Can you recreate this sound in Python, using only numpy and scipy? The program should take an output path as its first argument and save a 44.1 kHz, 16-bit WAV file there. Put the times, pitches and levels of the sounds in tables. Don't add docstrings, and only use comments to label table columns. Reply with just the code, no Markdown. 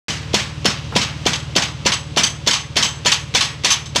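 import sys
import numpy as np
from scipy import signal
from scipy.io import wavfile
from scipy.ndimage import uniform_filter1d, minimum_filter1d

SR = 44100
rng = np.random.default_rng(int(sys.argv[2]) if len(sys.argv) > 2 else 0)


def int16_out(signal):
    q = np.round(np.clip(np.atleast_2d(signal).T, -1, 1) * 32767)
    wavfile.write(sys.argv[1], SR, q.astype(np.int16))


def amplitude_ratio(level_db):
    exponent = np.asarray(level_db, float) / 20
    return 10 ** exponent


N = 176400
TIME_S = np.arange(N) / SR
RISE_S = .0007
EDGES_HZ = 160 * 2 ** (np.arange(21) / 3)
CENTRES_HZ = np.sqrt(EDGES_HZ[1:] * EDGES_HZ[:-1])


def rms_one(x):
    return x / np.sqrt(np.mean(x ** 2) + 1e-20)


def at_hz(points, hz):
    points = np.array(points)
    return np.interp(np.log(hz), np.log(points[:, 0]), points[:, 1])


def butter(x, order, hz, kind):
    return signal.sosfilt(signal.butter(order, hz, kind, fs=SR, output="sos"), x)


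def clicks(s, gain):
    out = np.full(N, 1e-18)
    np.add.at(out, np.clip((np.asarray(s) * SR).astype(int), 0, N - 1), gain)
    return out


def smooth(x, time_s):
    a = np.exp(-1 / (time_s * SR))
    return signal.lfilter([1 - a], [1, -a], x)


def fade(x, t60, rise_s=RISE_S):
    r = amplitude_ratio(-60 / (t60 * SR))
    return smooth(signal.lfilter([1], [1, -r], x), rise_s)


def fades(s, gain, t60, rise_s=RISE_S):
    out = np.zeros(N)
    for start, g, length in zip((s * SR).astype(int), gain, t60):
        t = np.arange(min(N - start, SR // 2)) / SR
        envelope = g * amplitude_ratio(-60 * t / length) * (1 - np.exp(-t / rise_s))
        out[start:start + len(t)] += envelope ** 2
    return out


def ring(x, hz, t60):
    r, w = amplitude_ratio(-60 / (t60 * SR)), 2 * np.pi * hz / SR
    return signal.lfilter([0, np.sin(w)], [1, -2 * r * np.cos(w), r * r], x)


def peak(x, hz, width_hz):
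    return ring(x, hz, np.log(1000) / (np.pi * width_hz))


def double_peak(x, hz, width_hz):
    return peak(peak(x, hz, width_hz), hz, width_hz)


def drift(rate):
    r = np.exp(-80 * np.pi * rate / SR)
    slow = signal.lfilter([1], [1, -2 * r, r * r], rng.standard_normal(N // 40 + 502))[500:]
    return np.interp(np.arange(N) / 40, np.arange(len(slow)), rms_one(slow))


def band_shares(colour):
    power = amplitude_ratio(2 * at_hz(colour, CENTRES_HZ)) * (CENTRES_HZ > colour[0][0])
    return power / np.sum(power * np.diff(EDGES_HZ)) * SR / 2


def band_noise(firm, loose):
    white, shared, out = rng.standard_normal((2, N)), drift(45), 0
    for k, (firm_powers, loose_powers) in enumerate(zip(zip(*firm), zip(*loose))):
        rattle = amplitude_ratio(2 * 1 * (shared + drift(26.7)) / np.sqrt(2))
        power = sum(firm_powers) + rattle * sum(loose_powers)
        out = out + butter(white[k % 2], 2, EDGES_HZ[k:k + 2], "band") * np.sqrt(power)
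    return out


def steel(s, db, modes):
    contact_width_hz, stagger_s, scatter_db, longest_t60_s = 600, .007, 3.5, .3
    scatter = scatter_db * rng.standard_normal((len(s), len(modes)))
    late = stagger_s * rng.random((len(s), len(modes))) ** 2
    out = 0
    for k, (hz, level_db, t60) in enumerate(modes):
        t60 = min(t60, longest_t60_s)
        hits = clicks(s + late[:, k], amplitude_ratio(db + level_db + scatter[:, k]) * (-1) ** k)
        soft = peak(np.diff(hits, prepend=0), hz, contact_width_hz)
        soft = soft * contact_width_hz / hz / np.sinc(hz / SR)
        out = out + ring(soft, hz, t60) + ring(soft, hz * 1.008, t60 / 2)
    return out


def chatter(x):
    return x * amplitude_ratio(2.5 * drift(39))


def wind():
    return amplitude_ratio(-43.5) * rms_one(butter(rng.standard_normal(N), 2, [15, 40.2], "band"))


# (frequency [Hz], level [dB rms])
PUMP_TONES = [(301.5, -43.5), (430.7, -57), (452.2, -44.5), (559.9, -44)]


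def pump():
    return sum(amplitude_ratio(db) * rms_one(peak(rng.standard_normal(N), hz, 18.0)) for hz, db in PUMP_TONES)


# (time [s], exhaust level [dB], clatter level [dB])
ENGINE_LEVEL = [(0, -24, -32), (1.3, -23.5, -31.5), (2.6, -27, -33), (4, -25.5, -33.5)]
# (frequency [Hz], density [dB per Hz])
CLATTER_COLOUR = [(110, -35), (180, 1), (587, -28), (696, -14), (1340, -13), (1560, -19), (2900, -12),
                  (6750, -22), (16000, -76)]


def engine_clatter():
    s, _, db = np.transpose(ENGINE_LEVEL)
    power = amplitude_ratio(2 * np.interp(TIME_S, s, db))
    return (share * power for share in band_shares(CLATTER_COLOUR))


# (place in the cycle [0-1], level [dB])
FIRING_PULSES = [
    (0.001, 7.5),
    (0.152, 1),
    (0.502, 5),
    (.75, -1.5),
]


def exhaust():
    cycle_hz, first_s, jitter_s, scatter_db = 18.798, .037, .0004, 1.6
    place, db = np.transpose(FIRING_PULSES)
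    cycles = np.arange(int(N / SR * cycle_hz))[:, None]
    chance = rng.standard_normal((2, len(cycles), len(place)))
    s = (first_s + (cycles + place) / cycle_hz + jitter_s * chance[0]).ravel()
    puffs = clicks(s, amplitude_ratio(db + scatter_db * chance[1]).ravel() * (s < N / SR))
    pipe = rms_one(double_peak(puffs, 130.4, 42))
    drum = amplitude_ratio(-2) * rms_one(double_peak(puffs, 99, 65))
    bark = amplitude_ratio(-19.5) * rms_one(double_peak(puffs, 324, 85))
    s, db, _ = np.transpose(ENGINE_LEVEL)
    return butter(pipe + drum + bark, 4, 62, "high") * amplitude_ratio(np.interp(TIME_S, s, db))


# (time [s], level [dB])
RUBBLE_DROPS = [
    (0.923, -18),
    (0.938, -19),
]


def rubble():
    s, db = np.transpose(RUBBLE_DROPS)
    clack = rms_one(peak(rng.standard_normal(N), 1140, 990))
    return clack * fade(clicks(s, amplitude_ratio(db)), .046)


# (frequency [Hz], level [dB])
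PLATE_COLOUR = [(900, -21.5), (2000, -12.5), (3200, 0.5), (6500, 4.5), (8500, -11), (11000, -22),
                (13000, -45), (15500, -12)]


def plates(count):
    low_hz, high_hz, t60_s = 880, 14880, .21
    hz = np.linspace(low_hz ** .5, high_hz ** .5, count) ** 2 * rng.uniform(.985, 1.015, count)
    spread_db, longer = rng.normal(0, 3, count), rng.uniform(.6, 1.4, count)
    return np.transpose([hz, at_hz(PLATE_COLOUR, hz) + spread_db, t60_s * longer])


# (time [s], level [dB], ring [dB], tail length [factor])
REBOUND_HITS = [(.1, -17, -2, 0.47), (0.3974, -11, -7, 0.61), (0.6994, -12.5, -8, 0.96),
                (1.0134, -7, -10, 0.65), (1.0849, -58, 7, 1), (1.3314, -8, -3, 0.44), (1.4252, -34, -6, 1),
                (1.6194, -6, -8, 0.58), (1.9185, -2.5, -6.5, 0.52), (2.2333, -1.5, -3, 0.4),
                (2.5094, -5, 1, 0.5), (2.5321, -0.5, -6, 0.55), (2.825, -0.5, -2, 0.48),
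                (3.1168, 1.5, -3, 0.43), (3.4072, -0.5, -1.5, 0.6), (3.6804, -7.5, -12, 0.56),
                (3.703, 2, 0, 0.55), (3.8546, -33.5, 9, 0.66)]
# (frequency [Hz], level [dB], t60 [s])
FREE_MODES = [(1115, -7, .3), (3070, 0, .22), (3540, -5, .22), (3885, -7, .22), (4542, -4, .2),
              (5125, -7, .17), (5426, -7, .28), (6182, -5, .3), (6438, -5, .28), (7133, -8, .22),
              (7849, -8, .36), (9280, -17, .33), (10100, -25, .25), (11300, -33, .28)]


def free_chisel(housing):
    s, db, ring_db, _ = np.transpose(REBOUND_HITS)
    return steel(s, db + ring_db - 9.5, FREE_MODES) + steel(s, db + ring_db - 19, housing)


# (frequency [Hz], density [dB per Hz])
KNOCK_COLOUR = [(470, -49), (800, -9), (1110, -4.5), (1290, -16.5), (2630, -1.5), (3060, 0), (5650, -7.5),
                (6250, -2.5), (16000, -117)]
# (frequency [Hz], t60 [s])
TAIL_DECAY = [(200, 0.44), (1000, 0.63), (3000, 0.47), (7000, 0.38), (14000, 0.46)]


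def rebound_knocks():
    rise_s = .0029
    s, db, _, long = np.transpose(REBOUND_HITS)
    snap = fade(clicks(s, amplitude_ratio(db + 1)), .021, rise_s) ** 2
    for hz, share in zip(CENTRES_HZ, band_shares(KNOCK_COLOUR)):
        yield share * (snap + fades(s, amplitude_ratio(db - 4), at_hz(TAIL_DECAY, hz) * long, rise_s))


# (time [s], level [dB], thud [dB], casing boom [dB], tail length [factor])
PISTON_BLOWS = [(.045, -1, 6.5, -1, 1.04), (0.3421, 2.5, 4.5, -1.1, 0.81), (0.6549, 1, 2.5, 2.1, 0.61),
                (0.9617, -0.5, 2.5, 0.8, 0.85), (1.2635, 1, 3.5, 2.2, 0.76), (1.5623, 3, 0.5, 2, 0.7),
                (1.8607, 4, 2, 1.1, 0.6), (2.1715, 5.5, 1.5, -0.7, 0.72), (2.4728, 3.5, -2.5, -1.5, 0.7),
                (2.7661, 4, -3.5, -1.8, 0.77), (3.0579, 5, -4.5, -5.2, 0.76), (3.3488, 6, -9, -4, 0.8),
                (3.6456, 6, -6.5, -5.3, 0.73), (3.9589, -3, -5, -1.2, 2.5)]


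def valve_ticks():
    s = np.transpose(PISTON_BLOWS)[0]
    tick = fade(clicks(s - .0095, amplitude_ratio(-14)), .07) ** 2
    return (share * tick for share in band_shares(KNOCK_COLOUR))


def ground_thuds():
    thud_hz, width_hz = 450, 370
    s, _, thud_db, _, _ = np.transpose(PISTON_BLOWS)
    push = clicks(s - .0028, amplitude_ratio(thud_db))
    swing = double_peak(push, thud_hz, width_hz) * 2 * np.pi * width_hz / SR
    slab = amplitude_ratio(-12.5) * ring(push, 201.3, .17)
    return 2 * swing - slab


# (frequency [Hz], level [dB], t60 [s])
PRESSED_MODES = [(975, -8, .15), (2330, -9, .1), (2708, -9, .08), (2950, -5, .08), (3149, -4, .1),
                 (3492, -2, .12), (4337, 0, .1), (5322, -3, .16), (6200, -8, .1), (6977, -11, .1),
                 (7270, -11, .08), (10240, -22, .08), (11700, -29, .1)]


def pressed_chisel(housing):
    s, db = np.transpose(PISTON_BLOWS)[:2]
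    held = housing * [1, 1, .3]
    return steel(s, db - 9.5, PRESSED_MODES) + steel(s, db - 19, held)


# (frequency [Hz], density [dB per Hz])
TAIL_COLOUR = [(88, -26), (150, 5.5), (414, -8), (998, -7.5), (1480, -6), (1870, -3), (6770, -6),
               (15100, -72), (16000, -40)]


def blow_tails():
    s, db, _, boom_db, long = np.transpose(PISTON_BLOWS)
    for hz, share in zip(CENTRES_HZ, band_shares(TAIL_COLOUR)):
        yield share * fades(s, amplitude_ratio(db - 7 + boom_db * (hz < 1800)), at_hz(TAIL_DECAY, hz) * long)


# (frequency [Hz], density [dB per Hz])
CRACK_COLOUR = [(290, -60), (500, 12), (1980, 2), (2930, 10.5), (4280, 4), (7100, -12), (10800, -11),
                (15100, -46), (16000, -48)]


def steel_cracks():
    s, db = np.transpose(PISTON_BLOWS)[:2]
    crack = fade(clicks(s, amplitude_ratio(db)), .045) ** 2
    return (share * crack for share in band_shares(CRACK_COLOUR))


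def scene():
    housing = plates(count=44)
    pressed, free = pressed_chisel(housing), free_chisel(housing)
    rings = chatter(pressed) + chatter(free)
    noise = band_noise(firm=[steel_cracks(), engine_clatter()],
                       loose=[blow_tails(), rebound_knocks(), valve_ticks()])
    return (noise + rings + ground_thuds() + rubble() + exhaust() + pump() + wind())[None]


def top_cut(x):
    return signal.sosfilt(signal.butter(12, 16490, fs=SR, output="sos"), x)


def record(dry):
    threshold_db, release_db_per_s, attack_s, ratio = -29.5, 48, .0024, .28
    top, look_ahead, start_s = .78, 65, .083
    release = release_db_per_s * np.arange(N) / SR
    level = 10 * np.log10(uniform_filter1d(dry[0] ** 2, size=220) + 1e-12)
    held = np.maximum.accumulate(level + release) - release
    over = np.maximum(held - threshold_db, 0)
    x = dry * amplitude_ratio(-ratio * smooth(over, attack_s))
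    safe_gain = minimum_filter1d(top / np.maximum(np.abs(x), top), size=2 * look_ahead + 1)
    x = x * uniform_filter1d(safe_gain, size=look_ahead)
    x = x * (np.arange(N) > start_s * SR)
    x = signal.sosfilt(signal.cheby2(10, 50, 16300, fs=SR, output="sos"), x)
    mix = butter(x, 2, 43.3, "high")
    return top_cut(mix)


dry = scene()
out = record(dry)
int16_out(out)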